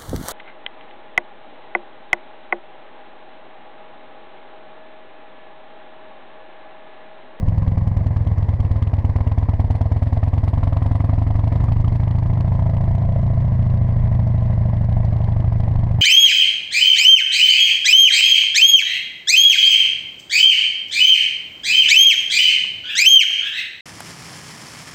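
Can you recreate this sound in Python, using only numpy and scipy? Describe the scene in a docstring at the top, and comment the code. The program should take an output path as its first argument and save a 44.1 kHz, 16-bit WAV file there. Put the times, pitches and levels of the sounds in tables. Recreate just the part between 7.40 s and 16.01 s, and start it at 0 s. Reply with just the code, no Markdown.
"""V-twin cruiser on a quiet road

The engine lugs at low revs, pulls to about 1700 rpm and eases off, heard from the rider's seat.
Each firing of an uneven pair excites the exhaust pipe's modes into a boom, barks with a quick
upward chirp and cracks sharply at its peak. Beneath it, meshing gears whine and whirr through the
resonances of the engine cases, and a little turbulent air rumbles at the microphone."""
import sys
import numpy as np
from scipy import signal
from scipy.fft import rfft, irfft, next_fast_len
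from scipy.io import wavfile

SR = 44100
rng = np.random.default_rng(int(sys.argv[2]) if len(sys.argv) > 2 else 0)


def int16_out(signal):
    """Quantize to a 16-bit WAV file."""
    q = np.round(np.clip(np.atleast_2d(signal).T, -1, 1) * 32767)
    wavfile.write(sys.argv[1], SR, q.astype(np.int16))


N = 379701

# Crank speed. Each row: time in seconds, speed in rpm.
REVS = [(0, 1267.2), (.296, 1209.4), (.611, 1259), (.912, 1091.7), (1.599, 1065.1), (2.882, 1165.2),
        (4.852, 1621.4), (5.642, 1709.3), (6.635, 1580.4), (7.841, 1505.9), (8.61, 1571.1)]
# The throttle opens against the hill, eases and opens again. Each row: time in seconds, lugging in dB.
LOAD = [(0, 0.66), (.6, 0.5), (1, 0.67), (1.7, 2), (3.7, 1.78), (5.3, -0.5), (6, -2.5), (6.9, -4),
        (8, -0.5), (8.61, -1)]
# Exhaust pipe modes. Each row: frequency in Hz, bandwidth in Hz, level in dB, polarity,
# dB gained per dB of lugging.
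PIPE_MODES = [(55.3, 30, -14, 1, -0.7), (78.1, 38.2, -8, 1, 2.2), (107.7, 21.4, -2.5, -1, -0.5),
              (123.9, 7.35, -16, 1, -2), (141, 34.6, -8, -1, 0), (211, 37.7, -15, 1, -1.5),
              (251.4, 34.6, -17.5, -1, 5.5), (320, 66, -32.5, -1, 5), (456, 50, -29.5, 1, 5)]
# Drive to all pipe modes. Each row: time in seconds, front and rear cylinder gains in dB.
BOOM = [(0, 1.5, -1.5), (.7, -0.2, .5), (1.3, 0, -0.1), (2.4, 0.5, -0.8), (3.2, 0.2, 1.3), (4.1, .5, 0.5),
        (5.1, 0.5, 2), (5.8, 1, 0.5), (6.6, -0.1, -0.7), (8.61, 0, 1)]
# Extra drive to the upper modes. Each row: time in seconds, front and rear gains in dB.
GROWL = [(0, 2, -3), (.7, 3.5, -5.5), (1.3, 1, -3.5), (3.3, -1, -3), (4.2, -1, 0), (5, -1, -0.5),
         (6.2, -0.5, -0.5), (8.61, 0.5, 1.5)]
# The bark. Each row: time in seconds, front and rear gains in dB, typical top of the sweep in Hz.
BARK = [(0, -6.5, -5.5, 1040), (.7, -4.5, -4.5, 983), (1.4, -6, -7.5, 1280), (1.8, -2.5, -1, 1240),
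        (2.1, 4, 0, 1015), (2.6, 2, -2, 1004), (2.85, 0, -0.5, 1127), (3.3, 3, 2.5, 1454),
        (4.1, -5.5, 3, 1225), (4.65, -2, -3.5, 1295), (5.3, 1, 2, 1200), (5.75, -0.5, -3, 863),
        (6.3, -1.5, -5, 850), (7.2, 1, -3, 895), (7.8, 1.5, -0.5, 1000), (8.61, -1, -4.5, 1026)]
# Firings that burn hardest. Each row: time in seconds, extra bark in dB.
HARD_BARKS = [(1.418, 1.5), (2.768, 4.5), (3.365, 3), (4.47, 3), (5.26, 2.5), (5.758, 2.5), (7.328, 4),
              (7.487, 1), (7.565, 3)]
# Reflections of the bark along the pipe. Each row: mean delay in seconds, gain in dB.
ECHOES = [(.0075, -12.5), (.016, -15.5)]
# Silencer shell modes. Each row: frequency in Hz, bandwidth in Hz, gain in dB.
SHELL_MODES = [(674, 32, 4), (583, 40, -9), (744, 51, -4.5), (940, 18, -13.5), (1042, 11, -4.5)]
# The shell's changing ring. Each row: time in seconds, gain in dB, pitch factor.
SHELL_RING = [(0, -2, 1), (1.6, 3, 1), (2.3, -3, .99), (3.7, 6.5, 1.015), (4.4, -2, 1.01), (5.1, 6.5, .98),
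              (5.7, 3, 1.015), (6.3, -3, 1), (7.1, 3, .97), (7.6, -1.5, .99), (8.61, -4.5, 1)]
# Spectrum of gas rushing out. Each row: frequency in Hz, relative density in dB.
RUSH_SPECTRUM = [(120, -19.5), (250, 2.5), (340, -0.5), (440, -11.5), (560, -4.5), (700, 2), (850, -1.5),
                 (1050, -2), (1250, -3.5), (1450, -20.5), (1700, -13), (2100, -10), (2700, -24.5),
                 (4500, -46), (8000, -61)]
# Engine orders that hum while coasting. Each row: cycles per crank turn (to be rounded), level in dB.
DRONE_ORDERS = [(9, -30), (7.5, -30), (6, -37.5), (26.5, -50), (27.5, -57), (35.7, -60)]
# Force of the cracks and spits. Each row: time in seconds, front and rear gains in dB.
CRACK_FORCE = [(0, 2, -10), (.75, -0.5, -14.5), (1, 0.5, -1), (2.3, 2, -4), (3.1, -0.5, 0.5), (4.2, -4, 0),
               (4.8, -5, -1), (5.6, -8.5, -4.5), (6.7, -7.5, -7.5), (7.3, -5, -7), (7.8, -5.5, -2.5),
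               (8.61, -2.5, -6.5)]
# Colour of a crack. Each row: frequency in Hz, gain in dB.
CRACK_SPECTRUM = [(600, -20.5), (1500, -4.5), (2800, 2.5), (4200, -0.5), (5500, -6), (9500, -14.5),
                  (13000, -27.5)]
# The sharpest ticks. Each row: start in seconds, level in dB.
SHARP_TICKS = [(0.571, -31.5), (1.091, -33.5), (1.4262, -31.5), (2.3084, -31.5), (2.4151, -29.5),
               (2.836, -34.5), (3.6083, -34.5), (4.241, -32), (5.0086, -30.5), (5.5524, -33),
               (7.6508, -34.5), (7.7665, -38.5), (7.8174, -40), (8.0045, -35), (8.2035, -32)]
# Modes of a tick's faint metallic ring. Each row: frequency in Hz, bandwidth in Hz, level in dB.
TICK_MODES = [(2210, 800, -7), (3100, 200, 0), (4170, 190, -8.5), (5140, 580, -4.5), (6450, 480, -14),
              (8500, 1300, -15)]
# Spectrum of gas spitting from the pipe. Each row: frequency in Hz, relative density in dB.
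SPIT_SPECTRUM = [(900, -21), (2000, 2.5), (3100, 2.5), (3600, -1), (4400, -2.5), (5300, -13), (6500, -17.5),
                 (10000, -26.5)]
# Spectrum of a thin metallic buzz. Each row: frequency in Hz, relative density in dB.
BUZZ_SPECTRUM = [(2000, 8), (5000, 1), (7000, -16.5), (8200, -16), (8900, 2), (9600, -12.5), (10800, -19.5),
                 (13000, -39)]
# Strength of that buzz. Each row: time in seconds, gain in dB.
BUZZ_LEVEL = [(0, -5.5), (1.8, 3), (2.6, 5.5), (3.3, 7.5), (4.4, 4.5), (5.4, -3.5), (6.3, -12), (7.2, -3),
              (8.61, -9)]
# Primary gears. Each row: teeth passing per crank turn, level in dB.
GEARS = [(24.82, -3), (25.63, -10), (23.55, -4)]
# Engine case modes. Each row: frequency in Hz, bandwidth in Hz, gains in dB for whine and for whirr.
CASE_MODES = [(467.5, 15, 5, -17.5), (551, 49, 2, -3.5), (676, 88, -3, -8.5), (1008, 66, -7, -4),
              (1955, 120, -21.5, -13), (2081, 80, -21, -17)]
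# Strength of the gear whine. Each row: time in seconds, gain in dB.
WHINE_LEVEL = [(0, 3), (1, -2.5), (1.7, -4.5), (4.5, -6), (5.1, -2), (5.7, -0.5), (7.2, 6), (8.61, 0)]
# Spectrum of gears and valve train. Each row: frequency in Hz, relative density in dB.
WHIRR_SPECTRUM = [(100, 4), (220, 9.5), (340, -1), (430, -3.5), (560, 0.5), (700, -2.5), (820, -2),
                  (1080, -4), (1300, -20), (1480, -19), (1650, -11.5), (2000, -15), (2600, -24.5),
                  (3100, -27), (5000, -33), (7000, -44), (10000, -48.5), (12500, -74)]
# Spectrum of the wind. Each row: frequency in Hz, relative density in dB.
WIND_SPECTRUM = [(6, -15), (20, 2.5), (35, 1), (60, -5), (120, -9.5), (200, -19.5), (400, -29.5),
                 (900, -83.5)]
# The wind drops, then builds as the bike gathers way. Each row: time in seconds, level in dB.
WIND_LEVEL = [(0, -28), (1.3, -30.5), (1.6, -33.5), (2.4, -32), (3.3, -29), (5.1, -24.5), (8.61, -28.5)]

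CRUISE_RPM = 1400
# Rules for effort(). Each: value at cruising speed, change per dB of lugging, change per octave of revs.
HEAT_PITCH_FACTOR = (1.0127, 0.011, 0.18)
BARK_LAG_S, BARK_LENGTH_S = (0.00039, -0.00023, 0.0013), (0.0081, 0.00066, 0)
RUSH_DB, WHIRR_DB = (-0.5, 3, 3), (-39, -0.27, -0.5)


def exhaust(times, rear, blow_turns=0.021, level_db=-1.27, growl_above_hz=230):
    """Pipe resonance: blowdowns of fixed crank angle excite modes whose pitch rises as the gas heats."""
    t = np.arange(N) / SR
    lug_db, heat = follow(LOAD)[0], effort(HEAT_PITCH_FACTOR)
    latest = np.maximum(np.searchsorted(times, t) - 1, 0)
    blow_s = blow_turns * 60 / follow(REVS)[0]
    age = np.maximum(t - times[latest], 0) / blow_s
    slack_db = np.maximum(-lug_db[(times * SR).astype(int)], 0)  # a light throttle burns unevenly
    size = strengths(rear, rear_db=-1, scatter_db=0.17 + 0.042 * slack_db)
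    size *= amp(level_db + by_cylinder(BOOM, times, rear))
    pulses = size[latest] * age * np.exp(-age) / (blow_s.mean() * SR)
    growl_db = by_cylinder(GROWL, times, rear)[latest]
    boom = np.zeros(N)
    for hz, width, db, polarity, per_lug in PIPE_MODES:
        drive = pulses * amp(per_lug * lug_db + growl_db * (hz > growl_above_hz))
        boom += polarity * amp(db) * ring(drive, hz * heat, width)
    return boom


def firings(start_cycle=0.19, rear_lag_cycles=315 / 720):
    """Four-stroke cycle: each cylinder exhausts once in two turns. Gives times and rear-cylinder flags."""
    cycles = start_cycle + np.cumsum(follow(REVS)[0]) / (120 * SR)
    openings = (np.arange(int(cycles[-1]) + 1)[:, None] + [0, rear_lag_cycles]).ravel()
    rear = np.arange(len(openings)) % 2
    heard = (openings > cycles[0]) & (openings < cycles[-1])
    return np.interp(openings[heard], cycles, np.arange(N) / SR), rear[heard]


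def bark(times, rear, level_db=-26, jitter_s=0.000088):
    """Reflection: each firing's chirp echoes along the pipe, while the direct wave rings the shell."""
    at = (times * SR).astype(int)
    front_db, rear_db, top_hz = (curve[at] for curve in follow(BARK))
    hard_s, hard_db = np.transpose(HARD_BARKS)
    accent_db = (abs(times[:, None] - hard_s) < 0.015) @ hard_db
    size = amp(level_db + accent_db + np.where(rear, rear_db, front_db))
    size *= strengths(rear, rear_db=-0.2, scatter_db=0)
    sweep, stretch, late = rng.standard_normal((len(times), 3)).T
    starts = np.maximum(times + effort(BARK_LAG_S)[at] + jitter_s * late, 0)  # earlier under load
    lengths = effort(BARK_LENGTH_S)[at] * np.exp(0.07 * stretch)
    tops = top_hz * np.exp(0.075 * sweep)
    chirps, echoes = np.zeros((2, N))
    for start, gain, hz, length_s in zip(starts, size, tops, lengths):
        wave = gain * chirp(hz, length_s)
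        add(chirps, start, wave)
        for delay_s, db in ECHOES:
            add(echoes, start + delay_s * (1 + 0.08 * rng.standard_normal()), amp(db) * wave)
    return chirps + echoes + silencer_shell(chirps)


def chirp(top_hz, length_s, start_hz=592.4, bend=1.476, peak_at=0.52):
    """Nonlinear steepening: the ripples on a blowdown crowd together and sharpen, then stop short."""
    progress = np.arange(int(length_s * SR)) / (length_s * SR)
    hz = start_hz + (top_hz - start_hz) * progress ** bend
    phase = 2 * np.pi * np.cumsum(hz) / SR
    envelope = np.minimum(np.sqrt(progress / peak_at), ((1 - progress) / (1 - peak_at)) ** 0.93)
    return envelope * (np.sin(phase) + 0.14 * progress * np.sin(2 * phase))


def silencer_shell(chirps, level_db=-1):
    """Forced vibration: the shell responds to the chirps near its natural frequencies."""
    ring_db, pitch = follow(SHELL_RING)
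    modes = sum(amp(db) * resonance(chirps, hz * pitch, width) for hz, width, db in SHELL_MODES)
    return amp(level_db + ring_db) * modes


def gas_rush(times, rear, level_db=-36, lag_s=0.001):
    """Turbulence: a burst of flow noise follows each firing, stronger with load and revs."""
    puffs = clicks(times + lag_s, strengths(rear, rear_db=-5, scatter_db=1.5))
    envelope = swell(puffs, rise_s=0.0021, fall_s=0.005)
    return amp(level_db + effort(RUSH_DB)) * envelope * noise(RUSH_SPECTRUM)


def drone(end_s=0.75, fade_s=0.37):
    """Engine orders: harmonics of the two-turn cycle hum, and fade as the throttle first opens."""
    turns = np.cumsum(follow(REVS)[0]) / (60 * SR)
    fade = np.clip((end_s - np.arange(N) / SR) / fade_s, 0, 1)
    return fade * sum(amp(db) * np.cos(np.pi * round(2 * order) * turns) for order, db in DRONE_ORDERS)


def cracks(times, rear, level_db=-34, lag_s=0.0084, second_s=0.0085, second_db=-11):
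    """Transients: gas spits, then a crack and a buzz mark each pulse's peak; a weaker tick follows."""
    force = amp(by_cylinder(CRACK_FORCE, times, rear))
    size = amp(level_db) * force * strengths(rear, rear_db=-6, scatter_db=0.4)
    peaks = times + lag_s + 0.0003 * rng.standard_normal(len(times))
    sharp_s, sharp_db = np.transpose(SHARP_TICKS)
    ordinary = abs(peaks[:, None] - sharp_s).min(1) > 0.008  # a sharp tick replaces a crack close by
    first = clicks(peaks, ordinary * size) + clicks(sharp_s, amp(sharp_db - 0.5))
    second = clicks(peaks + second_s, amp(second_db) * size)
    return gas_spit(times, rear, force) + metallic_buzz(peaks, rear) + ringing_ticks(first + second)


def ringing_ticks(impulses, ring_db=-9, detune=0.05):
    """Impulse response: each tick is a broadband crack with a faint metallic ring of wandering pitch."""
    envelope = swell(impulses, rise_s=0.00039, fall_s=0.00036)
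    crack = colour(envelope * rng.standard_normal(N), CRACK_SPECTRUM)
    modes = sum(amp(db) * ring(impulses, hz * np.exp(detune * drift(per_s=14)), width)
                for hz, width, db in TICK_MODES)
    return crack + amp(ring_db) * modes


def gas_spit(times, rear, force, level_db=-54, front_lag_s=0.0057, rear_lag_s=0.0041):
    """Jet noise: a short, bright puff leaves the pipe after each firing."""
    starts = times + np.where(rear, rear_lag_s, front_lag_s)
    puffs = clicks(starts, force * strengths(rear, rear_db=9, scatter_db=2.5))
    return amp(level_db) * swell(puffs, rise_s=0.0015, fall_s=0.0019) * noise(SPIT_SPECTRUM)


def metallic_buzz(peaks, rear, level_db=-61, floor=0.24):
    """Amplitude modulation: a thin metallic hiss swells at every exhaust pulse."""
    pulses = clicks(peaks, strengths(rear, rear_db=-1.5, scatter_db=4))
    envelope = floor + swell(pulses, rise_s=0.0031, fall_s=0.0065)
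    return amp(level_db + follow(BUZZ_LEVEL)[0]) * envelope * noise(BUZZ_SPECTRUM)


def clatter(cruise_per_s=22, level_db=-49, scatter_db=3):
    """A Poisson process: stray ticks fall at random, at a rate that grows as the cube of the revs."""
    per_s = cruise_per_s * (follow(REVS)[0] / CRUISE_RPM) ** 3
    ticks = rng.random(N) < per_s / SR
    size = amp(level_db + scatter_db * np.clip(rng.standard_normal(N), -2, 2))
    return ringing_ticks(ticks * size)


def gear_whine(level_db=-47, waver_db=1, wander=0.002):
    """Gear meshing: tones at the tooth-passing rates swell as they cross a resonance of the cases."""
    rpm = follow(REVS)[0] * (1 + wander * drift(per_s=14))
    turns = np.cumsum(rpm) / (60 * SR)
    mesh = sum(amp(db + waver_db * drift(per_s=14)) * np.sin(2 * np.pi * teeth * turns)
               for teeth, db in GEARS)
    cases = sum(amp(db) * resonance(mesh, hz, width) for hz, width, db, _ in CASE_MODES)
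    return amp(level_db + follow(WHINE_LEVEL)[0]) * cases


def whirr(flutter_db=2.5, gust_db=3, cases_db=-7):
    """Broadband excitation: grainy noise from gears, tappets and tyres rings the engine cases."""
    level_db = effort(WHIRR_DB)
    grain = amp(level_db + gust_db * gust() + flutter_db * drift(per_s=320))
    cases = sum(amp(db) * unit_rms(ring(grain * rng.standard_normal(N), hz, width))
                for hz, width, _, db in CASE_MODES)
    return grain * noise(WHIRR_SPECTRUM) + amp(level_db + cases_db) * cases


def wind(buffet_db=1.5, gust_db=3):
    """Turbulent pressure: air spills unevenly over the windscreen onto the microphone."""
    level_db = follow(WIND_LEVEL)[0] + gust_db * gust() + buffet_db * drift(per_s=5.7)
    return amp(level_db) * noise(WIND_SPECTRUM)


def gust(peak_s=4.2, width_s=0.096):
    """A Gaussian envelope, 0 to 1, for one brief swell of air."""
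    return np.exp(-((np.arange(N) / SR - peak_s) / width_s) ** 2)


def effort(rule):
    """A quantity linear in the lugging and in the octaves of crank speed."""
    base, per_lug, per_octave = rule
    return base + per_lug * follow(LOAD)[0] + per_octave * np.log2(follow(REVS)[0] / CRUISE_RPM)


def strengths(rear, rear_db, scatter_db):
    """Cyclic variation: the two cylinders differ, and the gain scatters from firing to firing."""
    return amp(rear_db * rear + scatter_db * np.clip(rng.standard_normal(len(rear)), -2, 2))


def by_cylinder(table, times, rear):
    """The dB of each firing, interpolated from its own cylinder's column."""
    s, front_db, rear_db = np.transpose(table)
    return np.where(rear, np.interp(times, s, rear_db), np.interp(times, s, front_db))


def ring(x, hz, width):
    """A damped oscillator driven by x; its natural frequency may move."""
    turn = np.exp(2j * np.pi * np.cumsum(hz * np.ones(N)) / SR)
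    return (turn * signal.lfilter([1], [1, -np.exp(-np.pi * width / SR)], x / turn)).imag


def resonance(x, hz, width):
    """A damped oscillator with gain 1 at resonance."""
    return 2 * np.pi * width / SR * ring(x, hz, width)


def clicks(times, sizes):
    """An impulse train, one impulse at each time."""
    at = np.round(times * SR).astype(int)
    inside = (at >= 0) & (at < N)
    return np.bincount(at[inside], sizes[inside], N)


def swell(train, rise_s, fall_s):
    """Convolution gives each impulse a quick rise and an exponential decay."""
    t = np.arange(SR // 8) / SR
    shape = (1 - np.exp(-t / rise_s)) ** 2 * np.exp(-t / fall_s)
    return signal.oaconvolve(train, shape / shape.max())[:N]


def add(mix, start_s, sound):
    """Superposition: sums a sound into the mix."""
    part = mix[round(start_s * SR):][:len(sound)]
    part += sound[:len(part)]


def colour(x, spectrum):
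    """Zero-phase filtering by a (Hz, dB) curve."""
    hz, db = np.transpose(spectrum)
    size = next_fast_len(N + SR // 2)
    f = np.fft.rfftfreq(size, 1 / SR)
    gain = amp(np.interp(np.log(f + 1), np.log(hz), db))
    return irfft(rfft(x, size) * gain, size)[:N]


def noise(spectrum):
    """Coloured noise of rms 1."""
    return unit_rms(colour(rng.standard_normal(N), spectrum))


def drift(per_s):
    """A random fluctuation of rms 1, through per_s new values a second."""
    return unit_rms(np.interp(np.arange(N) / SR * per_s, np.arange(N), rng.standard_normal(N)))


def follow(table):
    """A time table's columns, interpolated at every sample."""
    s, *columns = np.transpose(table)
    return [np.interp(np.arange(N) / SR, s, column) for column in columns]


def unit_rms(x):
    """Normalises to rms 1."""
    return x / np.sqrt(np.mean(x ** 2) + 1e-20)


def amp(db):
    """Decibels to amplitude ratio."""
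    return 10 ** (np.asarray(db) / 20)


def scene():
    """Superposition in open air: all sources travel with the microphone, so none is Doppler shifted."""
    times, rear = firings()
    pipe = exhaust(times, rear) + bark(times, rear) + gas_rush(times, rear) + drone()
    ticking = cracks(times, rear) + clatter()
    return (pipe + ticking + gear_whine() + whirr() + wind())[None]


def record(dry, cutoff_hz=15700):
    """Band limiting: the microphone passes no steady pressure, and its housing dulls the top treble."""
    response = [(1, -29.5), (10, 1.5), (9500, -1.5), (11500, -2.5), (14000, -18.0)]
    passed = colour(dry[0], response)[None]
    lowpass = signal.firwin(511, cutoff_hz, window=("kaiser", 9), fs=SR)[None]
    return signal.oaconvolve(passed, lowpass, "same")


dry = scene()
out = record(dry)
int16_out(out)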